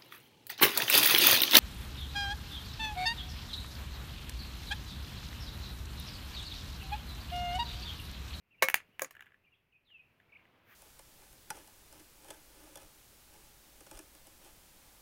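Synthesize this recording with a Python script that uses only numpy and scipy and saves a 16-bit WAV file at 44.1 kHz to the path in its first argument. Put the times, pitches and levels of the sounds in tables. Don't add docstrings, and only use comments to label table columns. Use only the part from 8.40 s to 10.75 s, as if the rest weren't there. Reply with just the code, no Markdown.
import sys
import numpy as np
from scipy import signal
from scipy.fft import rfft, irfft
from scipy.io import wavfile
from scipy.ndimage import uniform_filter1d

SR = 44100
rng = np.random.default_rng(int(sys.argv[2]) if len(sys.argv) > 2 else 0)


def dump(signal):
    limited = np.clip(np.atleast_2d(signal).T, -1, 1)
    pcm = np.round(limited * 32767).astype(np.int16)
    wavfile.write(sys.argv[1], SR, pcm)


N = 103635

# start_s, burn_decay_s, arc_db, sizzle_db, low_ring_db, high_ring_db, wire_ping_db, ring_share
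ARC_TOUCHES = [(.2231, .0045, -15.5, -30.5, -24, -23, -55, 1),
               (0.2283, 0.0061, -25.5, -25, -51, -38, -58.5, .8),
               (0.6195, 0.0028, -30.5, -26, -28, -58, -35.5, 0.48),
               (0.6455, 0.0015, -33, -44, -49.5, -70, -38, 0.44),
               (.7084, 0.0027, -46, -49, -80, -72, -65, .6)]
# pitch_hz, relative_level_db
ARC_COLOUR = [(40, -32), (200, -27), (550, -6), (950, -7), (1150, 1.5), (1380, -7), (1700, -2.5),
              (2300, 0.5), (3200, -12.5), (5000, -16.5), (8000, -21.5), (16000, -29)]
SIZZLE_COLOUR = [(1500, -29.5), (3500, -15), (5000, -12), (6800, -6.5), (8100, -16), (9300, -6.5),
                 (11500, -8), (13000, -7), (14600, -2), (16200, -10.5)]
ARC_RISE_S, SPUTTER = 0.00024, 0.52

# pitch_hz, level_db, t60_s
LOW_RING_MODES = [(529.5, -3, 0.16), (1122, -7, .08), (1618, -7, .11), (2100, -20, 0.08)]
HIGH_RING_MODES = [(1172, -7, .1), (2191, 0, .18), (2290, -6, .12), (2385, -7, .1), (3835, -11, .08),
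                   (9227, -15, .08), (11190, -10, .045), (13560, -12, .06)]
WIRE_PING_MODES = [(6530, -0.5, .05), (6920, -2, .06), (7250, -5.5, 0.05)]

# start_s, crack_db, sizzle_db
SPARK_EVENTS = [(0.2861, -3.5, -31.5), (0.3, -13.5, -29.5), (.3430, 0.5, -17.5), (0.5951, -15, -44.5)]
# pitch_hz, level_db
CRACK_SPECTRUM = [(40, -23), (200, -5), (480, -3), (820, 7.5), (1200, 4), (1600, 14), (2450, 15),
                  (3200, 1.5), (4800, -12), (6400, -4.5), (8200, -13), (11000, -5), (15000, -3)]
SPARK_RISE_S, SPARK_DECAY_S = 0.00005, 0.0011

# start_s, knock_db, sizzle_db
WIRE_TICKS = [(0.402, -43.5, -62.5), (0.7511, -45.5, -61.5), (0.7666, -45, -68), (0.7933, -45, -85),
              (.8068, -39.5, -54), (0.8226, -44, -59.5), (0.8445, -63, -88), (0.8588, -54, -67.5),
              (0.866, -49, -79), (.8735, -57, -90), (0.8877, -63, -88), (0.943, -51.5, -88),
              (1.5020, -60.5, -90), (1.8000, -54, -90), (1.9928, -60.5, -90.5), (2.0535, -54.5, -82)]
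# pitch_hz, relative_level_db
KNOCK_COLOUR = [(80, -30), (500, -11), (1000, -9), (1550, 9.5), (2400, 1), (3400, -8.5), (5000, -42.5),
                (7000, -26.5), (9000, -35)]
TICK_RISE_S, TICK_DECAY_S = 0.00036, 0.0022

# start_s, decay_s, hollow_knock_db, low_thud_db, scrape_db
BATTERY_BUMPS = [(0.2159, 0.014, -53.5, -66.5, -55.5), (.2220, 0.0054, -25.5, -43, -44),
                 (.4850, 0.0042, -91, -56, -89), (0.6115, 0.0023, -45, -62.5, -36),
                 (0.6174, 0.0044, -29.5, -47, -42), (.6440, 0.013, -62, -57, -51.5)]
# pitch_hz, relative_level_db
HOLLOW_COLOUR = [(60, -35), (300, -16.5), (470, 0.5), (560, -3), (690, -4), (900, -18.5), (3000, -34.5),
                 (8000, -53.5)]
THUD_COLOUR = [(30, -26), (100, -8), (190, 2), (320, -2.5), (500, -17.5), (1500, -39), (8000, -65.5)]
BUMP_RISE_S = 0.002

# time_s, level_db
DRAG_LEVEL = [(.68, -88), (.73, -59.5), (.8, -59), (.87, -62), (.95, -61.5), (1.02, -93)]
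CRACKLE_PER_S, CRACKLE_SPREAD_DB = 230, 3

# delay_s, gain
NEAR_ECHOES = [(.00105, .2), (.0029, .13), (.0112, .09), (0.0123, .06), (0.0139, .07)]
# pitch_hz, t60_s
TAIL_T60 = [(150, 0.04), (500, 0.17), (1800, 0.15), (4000, 0.1358), (9000, 0.1065), (15000, 0.05)]
# pitch_hz, level_db
TAIL_STRENGTH = [(150, -11), (500, -15), (2000, -15), (4500, -10.5), (9000, -9.5), (15000, -9)]
NEAR_DB, NEAR_DECAY_S, NEAR_DELAY_S, TAIL_DELAY_S = -11.5, 0.004, 0.001, 0.0105

# start_s, length_s, level_db, start_hz, middle_hz, end_hz
BIRD_NOTES = [(0.107, 0.03, -67.5, 2690, 2660, 2570), (0.133, 0.032, -68, 2650, 2340, 2480),
              (0.182, 0.031, -65, 2760, 2740, 2450), (.515, .05, -75.5, 2710, 2896, 2940),
              (1.037, .026, -71, 2548, 2645, 2800), (1.062, .03, -69.5, 2580, 2321, 2450),
              (1.118, .03, -68.5, 2897, 2707, 2430), (1.135, 0.029, -75.5, 3300, 3260, 3200),
              (1.322, 0.02, -69, 2858, 2574, 2560), (1.34, 0.04, -66.5, 2537, 2510, 2460),
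              (1.89, 0.021, -70.5, 2255, 2242, 2410), (1.92, 0.024, -58.5, 2950, 2254, 2920),
              (1.949, 0.026, -54.5, 2906, 2200, 3013)]
# time_s, level_db
WHISTLE_LEVEL = [(1.45, -84), (1.48, -72), (1.506, -67), (1.525, -58.5), (1.535, -67), (1.548, -55),
                 (1.566, -56), (1.587, -76.5), (1.601, -54), (1.621, -71.5), (1.63, -90)]
WHISTLE_TOP_HZ, WHISTLE_END_HZ, WHISTLE_FALL_S, WHISTLE_CURVE = 4374, 2502, 0.05, 1.25
BIRD_WAVER, BIRD_SMEAR, CLEAR_DB, SMEARED_DB = 0.007, 0.045, -61, -70
# pitch_hz, t60_s
TREE_T60 = [(2400, 0.36), (3000, 0.35)]
# pitch_hz, level_db
TREE_STRENGTH = [(2500, -10), (3000, -7)]
BIRD_ECHO_S = 0.02

# pitch_hz, relative_level_db
YARD_COLOUR = [(20, -5.5), (50, -4.5), (90, 1), (200, -5.5), (400, -8.5), (800, -15), (1600, -15),
               (2600, -9), (3600, -25.5), (5000, -28.5), (8000, -35.5), (14500, -26.5), (16000, -33.5)]
RUSTLE_COLOUR = [(30, -17), (100, 5.5), (250, 2), (700, 0.5), (1700, -3), (3500, -9.5), (5000, -21.5),
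                 (8000, -33), (15000, -27.5)]
HISS_COLOUR = [(200, -10), (900, -5.5), (1800, 7.5), (2700, 1), (4000, -11.5), (6500, -14.5), (8200, -24),
               (11500, -12), (14800, -2.5), (16000, -12)]
# time_s, level_db
YARD_CURVE = [(0, -82), (.3, -69), (.8, -75), (1.1, -77), (1.4, -79), (1.7, -74), (2.0, -74), (2.35, -74.5)]
RUSTLE_CURVE = [(0, -93), (.4, -75.5), (.52, -77.5), (.68, -75.5), (.79, -76.5), (.95, -82), (1.35, -93),
                (1.75, -77.5), (2.0, -71), (2.17, -69), (2.25, -70), (2.35, -70)]
HISS_CURVE = [(2.2, -100), (2.26, -74.5), (2.295, -64), (2.33, -59), (2.35, -63)]
EDGE_HZ = 16400


def amp(db):
    return 10 ** (np.asarray(db) / 20)


def unit(x):
    return x / np.sqrt(np.mean(x ** 2) + 1e-20)


def read(points, hz):
    f, value = np.transpose(points)
    return np.interp(np.log(hz + 1), np.log(f + 1), value)


def level(points):
    t = np.arange(N) / SR
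    return amp(np.interp(t, *np.transpose(points)))


def add(mix, start_s, sound):
    part = mix[max(round(start_s * SR), 0):][:len(sound)]
    part += sound[:len(part)]


def pulse(points, size=2048):
    hz = abs(np.fft.fftfreq(size, 1 / SR))
    log_gain = np.log(amp(read(points, hz)))
    spectrum = np.exp(np.conj(signal.hilbert(log_gain)))
    return np.fft.ifft(spectrum).real[:size // 2]


def noise(colour):
    gain = amp(read(colour, np.fft.rfftfreq(N, 1 / SR)))
    return unit(irfft(rfft(rng.standard_normal(N)) * gain, N))


def burst(colour, rise_s, decay_s, size=4096):
    t = np.arange(size) / SR
    shape = (1 - np.exp(-t / rise_s)) * np.exp(-t / decay_s)
    grains = rng.standard_normal(size) * np.exp(SPUTTER * rng.standard_normal(size))
    sound = signal.fftconvolve(grains * shape, pulse(colour))
    return sound * np.linalg.norm(shape) / np.linalg.norm(sound)


def diffuse(x, t60s, levels, size, order):
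    hop = size // 4
    pair = np.stack([x, rng.standard_normal(N)])
    hz, _, (source, fresh) = signal.stft(pair, SR, nperseg=size, noverlap=size - hop)
    power = uniform_filter1d(abs(source) ** 2, order, axis=0)
    keep = np.exp(-2 * np.log(1000) * hop / SR / read(t60s, hz))
    lingering = np.array([signal.lfilter([1 - k], [1, -k], p) for k, p in zip(keep, power)])
    field = fresh / fresh.std() * np.sqrt(abs(lingering))
    field = field * amp(read(levels, hz))[:, None]
    return signal.istft(field, SR, nperseg=size, noverlap=size - hop)[1][:N]


def touches():
    out = np.zeros(N)
    for start_s, burn_s, arc_db, sizzle_db, *_ in ARC_TOUCHES:
        add(out, start_s, amp(arc_db) * burst(ARC_COLOUR, ARC_RISE_S, burn_s))
        add(out, start_s, amp(sizzle_db) * burst(SIZZLE_COLOUR, ARC_RISE_S, burn_s))
    return out


def sparks():
    out = np.zeros(N)
    for start_s, crack_db, sizzle_db in SPARK_EVENTS:
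        add(out, start_s, amp(crack_db) * pulse(CRACK_SPECTRUM))
        add(out, start_s, amp(sizzle_db) * burst(SIZZLE_COLOUR, SPARK_RISE_S, SPARK_DECAY_S))
    return out


def ring(modes, share, size=12000):
    t = np.arange(size) / SR
    out = np.zeros(size)
    for hz, db, t60 in modes:
        decay = amp(db - 60 * t / (t60 * share))
        out += decay * rng.choice([-1, 1]) * np.cos(2 * np.pi * hz * t)
    return out


def metal():
    out = np.zeros(N)
    for start_s, *_, low_db, high_db, ping_db, share in ARC_TOUCHES:
        add(out, start_s, amp(low_db) * ring(LOW_RING_MODES, share))
        add(out, start_s, amp(high_db) * ring(HIGH_RING_MODES, share))
        add(out, start_s, amp(ping_db) * ring(WIRE_PING_MODES, share))
    return out


def ticks():
    out = np.zeros(N)
    for start_s, knock_db, sizzle_db in WIRE_TICKS:
        add(out, start_s, amp(knock_db) * burst(KNOCK_COLOUR, TICK_RISE_S, TICK_DECAY_S))
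        add(out, start_s, amp(sizzle_db) * burst(SIZZLE_COLOUR, TICK_RISE_S, TICK_DECAY_S))
    return out


def bumps():
    out = np.zeros(N)
    for start_s, decay_s, knock_db, thud_db, scrape_db in BATTERY_BUMPS:
        add(out, start_s, amp(knock_db) * burst(HOLLOW_COLOUR, BUMP_RISE_S, decay_s))
        add(out, start_s, amp(thud_db) * burst(THUD_COLOUR, BUMP_RISE_S, decay_s))
        add(out, start_s, amp(scrape_db) * burst(KNOCK_COLOUR, BUMP_RISE_S, decay_s))
    return out


def crackle():
    happens = rng.random(N) < CRACKLE_PER_S / SR
    clicks = happens * amp(CRACKLE_SPREAD_DB * rng.standard_normal(N))
    t = np.arange(N) / SR
    dragging = (t > DRAG_LEVEL[0][0]) & (t < DRAG_LEVEL[-1][0])
    click = pulse(KNOCK_COLOUR)
    click = click / abs(click).max()
    return signal.fftconvolve(clicks * dragging * level(DRAG_LEVEL), click)[:N]


def surroundings(x, size=2048):
    echoes = np.zeros(size)
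    for delay_s, gain in NEAR_ECHOES:
        add(echoes, delay_s, np.array([gain]))
    t = np.arange(size) / SR
    near = rng.choice([-1., 1.], size) * np.exp(-t / NEAR_DECAY_S)
    add(echoes, NEAR_DELAY_S, amp(NEAR_DB) * near / np.linalg.norm(near))
    out = x + signal.fftconvolve(x, echoes)[:N]
    add(out, TAIL_DELAY_S, diffuse(x, TAIL_T60, TAIL_STRENGTH, size=256, order=3))
    return out


def tone(hz, db, size=16384):
    waver = unit(uniform_filter1d(rng.standard_normal(size), size=60))[:len(hz)]
    depth = np.interp(db, [SMEARED_DB, CLEAR_DB], [BIRD_SMEAR, BIRD_WAVER])
    phase = 2 * np.pi * np.cumsum(hz * (1 + depth * waver)) / SR
    return amp(db) * np.sqrt(2) * np.sin(phase)


def chirps():
    out = np.zeros(N)
    for start_s, length_s, db, start_hz, middle_hz, end_hz in BIRD_NOTES:
        u = np.linspace(0, 1, int(length_s * SR))
        glide = np.polyfit([0, .5, 1], [start_hz, middle_hz, end_hz], 2)
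        add(out, start_s, 2 * np.sqrt(u * (1 - u)) * tone(np.polyval(glide, u), db))
    return out


def whistle():
    out = np.zeros(N)
    start_s = WHISTLE_LEVEL[0][0]
    t = np.arange(0, WHISTLE_LEVEL[-1][0] - start_s, 1 / SR)
    fall = np.exp(-(t / WHISTLE_FALL_S) ** WHISTLE_CURVE)
    hz = WHISTLE_END_HZ + (WHISTLE_TOP_HZ - WHISTLE_END_HZ) * fall
    db = np.interp(start_s + t, *np.transpose(WHISTLE_LEVEL))
    add(out, start_s, tone(hz, db))
    return out


def birds():
    out = chirps() + whistle()
    add(out, BIRD_ECHO_S, diffuse(out, TREE_T60, TREE_STRENGTH, size=512, order=3))
    return out


def yard_air():
    return level(YARD_CURVE) * noise(YARD_COLOUR)


def rustle():
    return level(RUSTLE_CURVE) * noise(RUSTLE_COLOUR)


def hiss():
    return level(HISS_CURVE) * noise(HISS_COLOUR)


def scene():
    air = yard_air() + rustle() + hiss()
    contact = touches() + sparks() + ticks() + bumps() + crackle()
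    near = surroundings(contact) + metal()
    return (air + near + birds())[None]


def record(dry):
    low_pass = signal.firwin(201, EDGE_HZ, window=("kaiser", 8), fs=SR)
    return signal.oaconvolve(dry, low_pass[None], "same")


dry = scene()
out = record(dry)
dump(out)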